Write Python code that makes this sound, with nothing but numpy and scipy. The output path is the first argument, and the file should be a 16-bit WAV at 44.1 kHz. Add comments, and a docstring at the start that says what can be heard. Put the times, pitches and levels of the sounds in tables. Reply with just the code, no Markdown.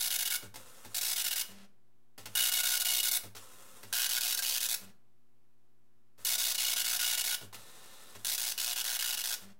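"""The needles of a dot matrix printer rasp and whine, close up in a small room, as they hammer out words.
They fire on a steady beat, one column of dots at a time, against the platen (the roller behind the paper).
Three lines are printed, each in two passes. After the first pass the carriage that carries the print head
turns with a knock, whirrs back along its rail and brakes; after the second the paper is pulled up.
The transformer hums throughout."""
import sys
import numpy as np
from scipy import signal
from scipy.fft import rfft, irfft
from scipy.io import wavfile
from scipy.ndimage import map_coordinates

SR = 44100
rng = np.random.default_rng(int(sys.argv[2]) if len(sys.argv) > 2 else 0)


def put_to_file(sound):
    """Save the sound as 16-bit audio at rate SR, in the file named by the first command-line argument."""
    columns = np.atleast_2d(sound).T  # one column per channel
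    safe = np.clip(columns, -1, 1)
    whole_steps = np.round(safe * 32767)
    wavfile.write(sys.argv[1], SR, whole_steps.astype(np.int16))


N = 422919
TIME = np.arange(N) / SR
FREQS = np.fft.rfftfreq(4096, 1 / SR)
TOP_HZ = 15850  # the sound fades out above this pitch
COLUMN_HZ, COLUMNS_PER_LETTER, NEEDLES = 1451.8, 24, 9

# Passes of the head, two to a line. Letters are made of flat strokes (bars) and upright ones (stems):
# start/s, level/dB, share of bars (0-1), whine/dB, treble/dB, weight of bar ringing, weight of stem ringing
PRINT_PASSES = [(-0.11, -33.5, 0.91, -13.5, 1, 1.1, 0.05), (0.945, -33, 1, -13, -0.5, 0.71, 0.05),
                (2.352, -31, 0.76, -8, 0.5, 1.2, 0.05), (3.927, -32, 0.39, -14, -0.4, 0.05, 1.05),
                (6.249, -31, 0.79, -12, -2, 0.74, 0.05), (8.247, -33.5, 0.32, -12.5, -2, 0.044, 0.3)]
# Lines of text: starting place/letters from the left, direction (+1 is rightward), letters in each word
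TEXT_LINES = [(73, -1, (3, 8, 4, 3, 2, 4)), (50, -1, (9, 6, 9, 2, 10, 4, 4)),
              (0, 1, (7, 9, 1, 10, 4, 8, 10, 3, 7))]


def print_head(letter_hz=35, fade_db_per_s=1.08):
    """The needles rasp and whine; the tone shifts with place, word and letter, and each pass fades a bit."""
    # The platen booms most near its middle and is brightest on the left: place/letters, boom/dB, treble/dB
    platen = [(0, -1.5, 3), (14.02, -7, 0.5), (30, 1.5, 0.3), (46, 4, 1.5), (62, -2, 0.8)]
    # Resonances that swell and fade from letter to letter: f/Hz, width/Hz, swing/dB
    letter_swings = [(1500, 350, 3.5), (2210, 250, 3.5), (2950, 400, 2.5), (3700, 400, 2.5)]
    dots, ring_db = page()
    out = rasp(dots) + whine(dots)
    place = head_place()
    places, booms, trebles = np.transpose(platen)
    boom_db = np.interp(place, places, booms)
    word_db = np.interp(TIME * COLUMN_HZ, np.arange(len(ring_db)), ring_db)
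    treble_db = np.interp(place, places, trebles) + pass_setting("treble")
    for band_hz, db in (((1300, 1800), boom_db), ((2700, 3300), word_db), ((8000, 18000), treble_db)):
        out = lift(out, band_hz, db)
    for hz, width, swing_db in letter_swings:
        out = lift(out, (hz - width / 2, hz + width / 2), swing_db * np.clip(wander(letter_hz), -2, 2))
    return out * amp(-fade_db_per_s * (TIME - pass_setting("start")))


def rasp(dots, level_db=-0.71, ring_width_hz=170):
    """Needle strikes set the head, platen and case ringing."""
    # Tone colour of one strike: f/Hz, level/dB
    strike_spectrum = [(80, -40.5), (200, -19.5), (350, -29), (600, -13.5), (1000, -8.5), (1300, -11.5),
                       (1950, -7), (2400, -7), (3300, -0.5), (5000, 0.85), (7000, -0.5), (9200, -3.5),
                       (10700, 0.4), (12600, -3), (15300, -2)]
    # Resonances of platen and case: f/Hz, width/Hz, boost/dB
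    body_rings = [(709, 110, 4), (1442, 140, 3), (1590, 150, 8), (2056, 160, -2.5), (2220, 120, 3.5),
                  (2540, 150, 5), (2830, 140, -2.5), (2942, 170, 2.5)]
    # Resonances brought out by the needles that draw bars: f/Hz, boost/dB at weight 1
    bar_rings = [(712, 3.5), (2195, 5.5), (2945, 1.5), (3710, 5.5), (5015, 1), (6400, 1.5), (7200, 1),
                 (8100, 1), (11100, 3.5)]
    # The same for stems: f/Hz, boost/dB at weight 1
    stem_rings = [(1600, 4.3), (2520, 5.2), (3110, 6.5), (3990, 4), (4620, 5), (5540, 2.9), (6250, 3)]
    hits, out = strikes(dots), np.zeros(N)
    body_db = look_up(strike_spectrum, FREQS) + sum(bump(*ring) for ring in body_rings)
    bar_db = sum(bump(hz, ring_width_hz, db) for hz, db in bar_rings)
    stem_db = sum(bump(hz, ring_width_hz, db) for hz, db in stem_rings)
    for start, *_, bar_weight, stem_weight in PRINT_PASSES:
        ringing = colour(hits, body_db + bar_weight * bar_db + stem_weight * stem_db)
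        out = np.where(TIME >= start, ringing, out)
    return amp(level_db) * out


def strikes(dots, ring_s=0.0023, tick=3.2, uneven_db=2, flight_spread_s=0.00012):
    """Each needle snaps on the platen and rings briefly in its own way; flight times vary a little."""
    t, out = np.arange(400) / SR, np.zeros(N)
    for row in dots:
        ring = rng.standard_normal(len(t)) * np.exp(-t / ring_s)
        ring[0] += tick * rng.choice([-1, 1])
        spectrum = rfft(ring)
        ring = irfft(spectrum / np.sqrt(abs(spectrum))) * np.exp(-t / (4 * ring_s))  # tames the peaks
        when = (np.arange(len(row)) + rng.random()) / COLUMN_HZ
        when += flight_spread_s * rng.standard_normal(len(row))
        samples = np.clip(np.round(when * SR).astype(int), 0, N - 1)
        clicks = np.zeros(N)
        clicks[samples] = row * unit(amp(uneven_db * rng.standard_normal(len(row))))
        add(out, 0, signal.oaconvolve(clicks, ring / np.linalg.norm(ring)))
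    return out * np.sqrt(SR / COLUMN_HZ)


def whine(dots, waver_db=1.5):
    """Needles firing column after column add up to a tone whose harmonics swell and fade."""
    # Harmonics of the needle tone: multiple of the column rate, level/dB
    harmonics = [(1, -5), (2, 7), (3, -1), (4, -9), (5, -8.5), (6, -2), (7, -8), (8, -9.5), (9, -1),
                 (10, -9)]
    drive = np.interp(TIME, np.arange(dots.shape[1]) / COLUMN_HZ, np.linalg.norm(dots, axis=0))
    drive = signal.lfilter(*signal.butter(1, 90, fs=SR), drive)
    pitched = sum(amp(db + waver_db * wander(22)) * sine(k * COLUMN_HZ * TIME) for k, db in harmonics)
    return drive * amp(pass_setting("whine")) * unit(pitched)


def page():
    """How hard each needle strikes in each column, and how much the head rings there (dB)."""
    # How much each word's shapes ring the head, one row a line: boost/dB for each word
    word_rings = [(-7.5, -3.5, 3.5, 1.5, 5, 1), (2, 0, 0, -4.5, 1, -3, -9.5),
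                  (-4, -3, -2, 1.5, 2.5, -1, 3, 2, -1.5)]
    dots = np.zeros((NEEDLES, int(N / SR * COLUMN_HZ)))
    ring_db = np.zeros(dots.shape[1])
    for k, (start, db, bar_share, *_) in enumerate(PRINT_PASSES):
        column = round(start * COLUMN_HZ)
        for letters, word_db in zip(TEXT_LINES[k // 2][2], word_rings[k // 2]):
            word = unit(np.hstack([letter(bar_share, n == 0) for n in range(letters)]))
            at = column + np.arange(word.shape[1])
            if letters > 1 or k % 2 == 0:  # a lone dash needs only the first pass
                dots[:, at[at >= 0]] = amp(db) * word[:, at >= 0] / np.sqrt(NEEDLES)
                ring_db[max(column, 0):] = word_db
            column += (letters + 1) * COLUMNS_PER_LETTER
    return dots, ring_db


def letter(bar_share, opens_word, stem_strength=1.9):
    """Dots of one made-up letter: a bar repeats one needle, a stem fires them all nearly at once."""
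    dots = np.zeros((NEEDLES, COLUMNS_PER_LETTER))
    for needle in rng.choice(NEEDLES, size=5, replace=False):
        first, last = rng.integers(0, 5), 21 - rng.integers(0, 9)
        dots[needle, first:last] = np.sqrt(bar_share)
    for column, chance in ((0, .8), (6, .35), (12, .75)):
        if rng.random() < chance:
            lag = rng.integers(0, 3, NEEDLES) + rng.integers(0, 2)
            dots[np.arange(NEEDLES), column + lag] += stem_strength * np.sqrt(1 - bar_share)
    if opens_word:  # rested needles hit hard together
        dots[:, 0] = np.maximum(dots[:, 0], 1.15)
    return unit(dots)


def carriage(slide_db=-59, return_db=-58, step_hz=257, belt_hz=12):
    """The carriage slides on its rail; in the fast return between passes its motor sings unevenly."""
    # Noise of sliding on the rail: f/Hz, level/dB
    slide_spectrum = [(41, -41), (70, -7), (123, -1.5), (148, 1.5), (254, -3.5), (364, -2), (523, 4.5),
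                      (822, -5.5), (1130, 3), (2170, -6.5), (3730, -3), (4370, -7), (8610, -2.5),
                      (15500, -9.5)]
    # Stepper motor tone going right: multiple of the step rate, level/dB
    right_harmonics = [(1, 5), (2, 0), (3, -5), (4, -5), (5, -2.5), (7, -8.5), (10, -9)]
    # The same going left: multiple of the step rate, level/dB
    left_harmonics = [(1, -7), (2, -13), (3, 0), (5, -9), (7, -4), (11, -18), (14, -2), (15, -9), (16, -11),
                      (19, -15)]
    # Scrape of the leftward return: f/Hz, level/dB
    scrape_spectrum = [(100, -27), (3200, -24), (3650, -18), (3900, -13), (4400, -21), (15000, -42)]
    run_up_s, run_out_s, return_after_s, ramp_s = 0.066, 0.11, 0.168, 0.013
    slide = noise(slide_spectrum) * amp(1.5 * wander(220) + 1.3 * np.sin(2 * np.pi * belt_hz * TIME))
    motor_hz = step_hz * (1 + .008 * wander(60))
    right = amp(-69) * unit(tone(right_harmonics, motor_hz) * amp(0.9 * wander(18)))
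    left = amp(-67) * unit(tone(left_harmonics, motor_hz) * amp(0.9 * wander(18)))
    left += amp(-63.5) * noise(scrape_spectrum)
    passes = timetable()
    printing = sum(gate(start - run_up_s, end + run_out_s, ramp_s) for start, end, *_ in passes)
    out = amp(slide_db) * slide * printing
    for first, second, (_, direction, _) in zip(passes[::2], passes[1::2], TEXT_LINES):
        returning = gate(first[1] + return_after_s, second[0] - run_up_s, ramp_s)
        out += returning * (amp(return_db) * slide + (left if direction > 0 else right))
    return out


def rattles(grain_db=3, rise_s=0.0008):
    """Loose parts of the carriage chatter at each jerk of the belt."""
    t, level = np.arange(SR // 4) / SR, np.zeros(N)
    for start, db, decay_s, _ in belt_jerks():
        add(level, start, amp(db) * (1 - np.exp(-t / rise_s)) * np.exp(-t / decay_s))
    chatter = noise([(100, -13), (400, 4), (1000, 6), (2000, 3), (4000, 4), (8000, 0.5), (15000, -2.5)])
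    return level * unit(chatter * amp(grain_db * wander(1200)))


def knocks(push_cycles=5.3, wobble_rad=0.9):
    """Each uneven shove of the belt rings the frame's low notes; the deepest swell most slowly."""
    # Notes of the frame: f/Hz, level/dB, time to fade by 60 dB/s
    frame_notes = [(81, -5.5, 0.12), (101.4, 7, 0.3), (120, -15.5, 0.06), (192.6, -0.5, 0.27),
                   (237.7, -8.5, 0.2), (288, -1, 0.16), (406, -1.5, 0.18), (588, 0.5, 0.099)]
    t, out = np.arange(SR // 2) / SR, np.zeros(N)
    for hz, note_db, fade_s in frame_notes:
        level = np.zeros(N)
        swell = 1 - np.exp(-t * hz / push_cycles)
        for start, _, _, db in belt_jerks():
            add(level, start, amp(db + note_db - 60 * t / fade_s) * swell)
        out += level * np.sin(2 * np.pi * hz * TIME + wobble_rad * wander(hz / 5))
    return out


def belt_jerks():
    """The belt jerks whenever the carriage wakes, turns, brakes or halts."""
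    # Waking from rest: t/s, rattle/dB, rattle decay/s, knock/dB
    wakes = [(2.178, -47.5, 0.033, -52), (2.256, -39, 0.014, -51), (6.179, -61, 0.019, -60),
             (6.214, -60, 0.015, -77)]
    # Turning: same columns, t/s from the end of a line's first pass
    turn = [(0.055, -48.5, 0.025, -46), (0.171, -46, 0.014, -65), (0.187, -43.5, 0.015, -61.5)]
    # Braking: same columns, t/s from the start of its second pass
    brake = [(-0.097, -48, 0.024, -51)]
    # Halting: same columns, t/s from the end of its second pass
    halt = [(0.06, -57, 0.031, -55.5)]
    jerks, passes = list(wakes), timetable()
    for first, second in zip(passes[::2], passes[1::2]):
        for moment, kind in ((first[1], turn), (second[0], brake), (second[1], halt)):
            jerks += [(moment + delay, *rest) for delay, *rest in kind]
    return jerks


def paper_feed(motor_hz=195.6, grain_db=1.5, judder_db=1.5):
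    """The feed motor drones and judders while toothed belts drag the rustling paper up."""
    # Paper feeds: start/s, end/s, motor/dB, rustle/dB
    feeds = [(1.482, 1.672, -60, -61.5), (4.796, 4.925, -62, -64.5), (9.414, 9.541, -59.5, -64.5)]
    # Feed motor tone: multiple of its pitch, level/dB
    harmonics = [(1, 1), (2, -14), (3, -24.5), (4, -22), (6, -29)]
    # Rustle of the paper: f/Hz, level/dB
    rustle_spectrum = [(100, -5), (350, -7), (600, 3), (850, -7), (1450, -2), (2500, -3.5), (4000, -4.5),
                       (7000, -9.5), (11000, -13), (15500, -21)]
    motor = tone(harmonics, motor_hz * (1 + 0.01 * wander(30)))
    motor = unit(motor * amp(judder_db * wander(70)))
    paper = noise(rustle_spectrum) * amp(grain_db * wander(400))
    return sum(gate(start, end, 0.026) * (amp(motor_db) * motor + amp(paper_db) * paper)
               for start, end, motor_db, paper_db in feeds)


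def wall_echo(x, strength=0.087, near_s=0.000491, far_s=0.001316):
    """Adds the echo from the case wall, which comes later as the head moves right."""
    place = head_place()
    delay = near_s + (far_s - near_s) * place / place.max()
    return x + strength * map_coordinates(x, [(TIME - delay) * SR], order=3)


def room(x, case_db=-9, case_s=0.0037, room_db=-8):
    """Adds quick echoes inside the case, which is too small to hold bass, then the room's fading tail."""
    # How long the room rings: f/Hz, time to fade by 60 dB/s
    fade_times = [(200, 0.5), (600, 0.56), (1300, 0.41), (3500, 0.29), (9000, 0.27), (15000, 0.28)]
    t = np.arange(SR * 3 // 4) / SR
    case_taps, room_taps = rng.choice([-1., 1.], (2, len(t))) * (rng.random((2, len(t))) < .1)
    case = case_taps * np.exp(-t / case_s) * (t > .001)
    case = signal.lfilter(*signal.butter(2, 600, "highpass", fs=SR), case)
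    hz, times, spectra = signal.stft(room_taps * (t > .006), SR, nperseg=256)
    spectra *= amp(-60 * times / look_up(fade_times, hz)[:, None])
    tail = signal.istft(spectra, SR, nperseg=256)[1][:len(t)]
    echoes = amp(case_db) * case / np.linalg.norm(case) + amp(room_db) * tail / np.linalg.norm(tail)
    return x + signal.fftconvolve(x, echoes)[:N]


def hum_and_air(air_db=-79.5):
    """The transformer hums over the still air of the room."""
    # Tones of the transformer: f/Hz, level/dB
    hum_tones = [(120, -81), (240, -83.5), (360, -84.5), (480, -97), (720, -93.5)]
    # Hush of the air: f/Hz, level/dB
    air_spectrum = [(30, -7), (60, -6), (95, -1.5), (160, -5), (210, -2), (330, -5.5), (500, -10),
                    (1000, -10), (2000, -16), (5000, -21.5), (10000, -23.5), (15500, -23)]
    hum = sum(amp(db) * np.sqrt(2) * sine(hz * TIME) for hz, db in hum_tones)
    return hum + amp(air_db) * noise(air_spectrum)


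def timetable():
    """One row a pass: start/s, end/s, and the head's place/letters at both."""
    rows = []
    for k, (start, *_) in enumerate(PRINT_PASSES):
        place, direction, words = TEXT_LINES[k // 2]
        letters = sum(words) + len(words) - 1  # spaces count too
        end = start + letters * COLUMNS_PER_LETTER / COLUMN_HZ
        rows.append((start, end, place, place + direction * letters))
    return np.array(rows)


def head_place():
    """Place of the head over time, in letters from the left."""
    times, places = np.hsplit(timetable(), 2)
    return np.interp(TIME, times.ravel(), places.ravel())


def pass_setting(name):
    """One setting of the passes over time, held from each start to the next."""
    columns = dict(zip(("start", "level", "bars", "whine", "treble"), np.transpose(PRINT_PASSES)))
    current = np.maximum(np.searchsorted(columns["start"], TIME) - 1, 0)
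    return columns[name][current]


def amp(db):
    """Turns decibels into a gain."""
    return 10 ** (np.asarray(db) / 20)


def unit(x):
    """Scales to an average power of one."""
    return x / np.sqrt(np.mean(x ** 2) + 1e-20)


def look_up(points, hz):
    """Reads between a table's rows on a log-frequency axis."""
    f, value = np.transpose(points)
    return np.interp(np.log(hz + 1), np.log(f + 1), value)


def bump(hz, width, db):
    """The dB curve of one resonance over FREQS."""
    return db / (1 + (2 * (FREQS - hz) / width) ** 4)


def add(mix, start, sound):
    """Mixes a sound in at a start time in seconds."""
    part = mix[max(round(start * SR), 0):][:len(sound)]
    part += sound[:len(part)]


def colour(x, db):
    """Shapes the tone by a dB curve over FREQS, with a filter of power one."""
    log_gain = np.log(unit(amp(db - 60 * (FREQS > TOP_HZ + 600))))
    mirrored = np.r_[log_gain, log_gain[-2:0:-1]]
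    taps = np.fft.ifft(np.exp(np.conj(signal.hilbert(mirrored)))).real  # rings only after a hit
    return signal.oaconvolve(x, taps)[:len(x)]


def lift(x, band_hz, db):
    """Turns one band up or down by a level that may move over time."""
    band = signal.sosfiltfilt(signal.butter(2, band_hz, "bandpass", fs=SR, output="sos"), x)
    return x + band * (amp(db) - 1)


def noise(spectrum):
    """Steady noise shaped by rows of f/Hz, level/dB."""
    return unit(colour(rng.standard_normal(N), look_up(spectrum, FREQS)))


def wander(hz):
    """A smooth random wobble, no faster than hz."""
    return unit(irfft(rfft(rng.standard_normal(N)) * (np.fft.rfftfreq(N, 1 / SR) < hz), N))


def gate(start, end, ramp_s):
    """One between start and end, with sloping edges."""
    return np.clip(np.minimum(TIME - start, end - TIME) / ramp_s, 0, 1)


def sine(cycles):
    """A sine wave that starts at a random point in its cycle."""
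    return np.sin(2 * np.pi * (cycles + rng.random()))


def tone(harmonics, hz):
    """Harmonics of a moving pitch."""
    cycles = np.cumsum(hz) / SR
    return unit(sum(amp(db) * sine(k * cycles) for k, db in harmonics))


def scene():
    """The printer in its room, in mono."""
    printer = wall_echo(print_head()) + carriage() + rattles() + paper_feed()
    return (room(printer) + knocks() + hum_and_air())[None]


def record(dry, offset=-0.0026):
    """Cuts the highest treble and shifts the wave by a small steady offset."""
    lowpass = signal.firwin(511, TOP_HZ, window=("kaiser", 9), fs=SR)
    return offset + signal.oaconvolve(dry, lowpass[None], "same")


dry = scene()
out = record(dry)
put_to_file(out)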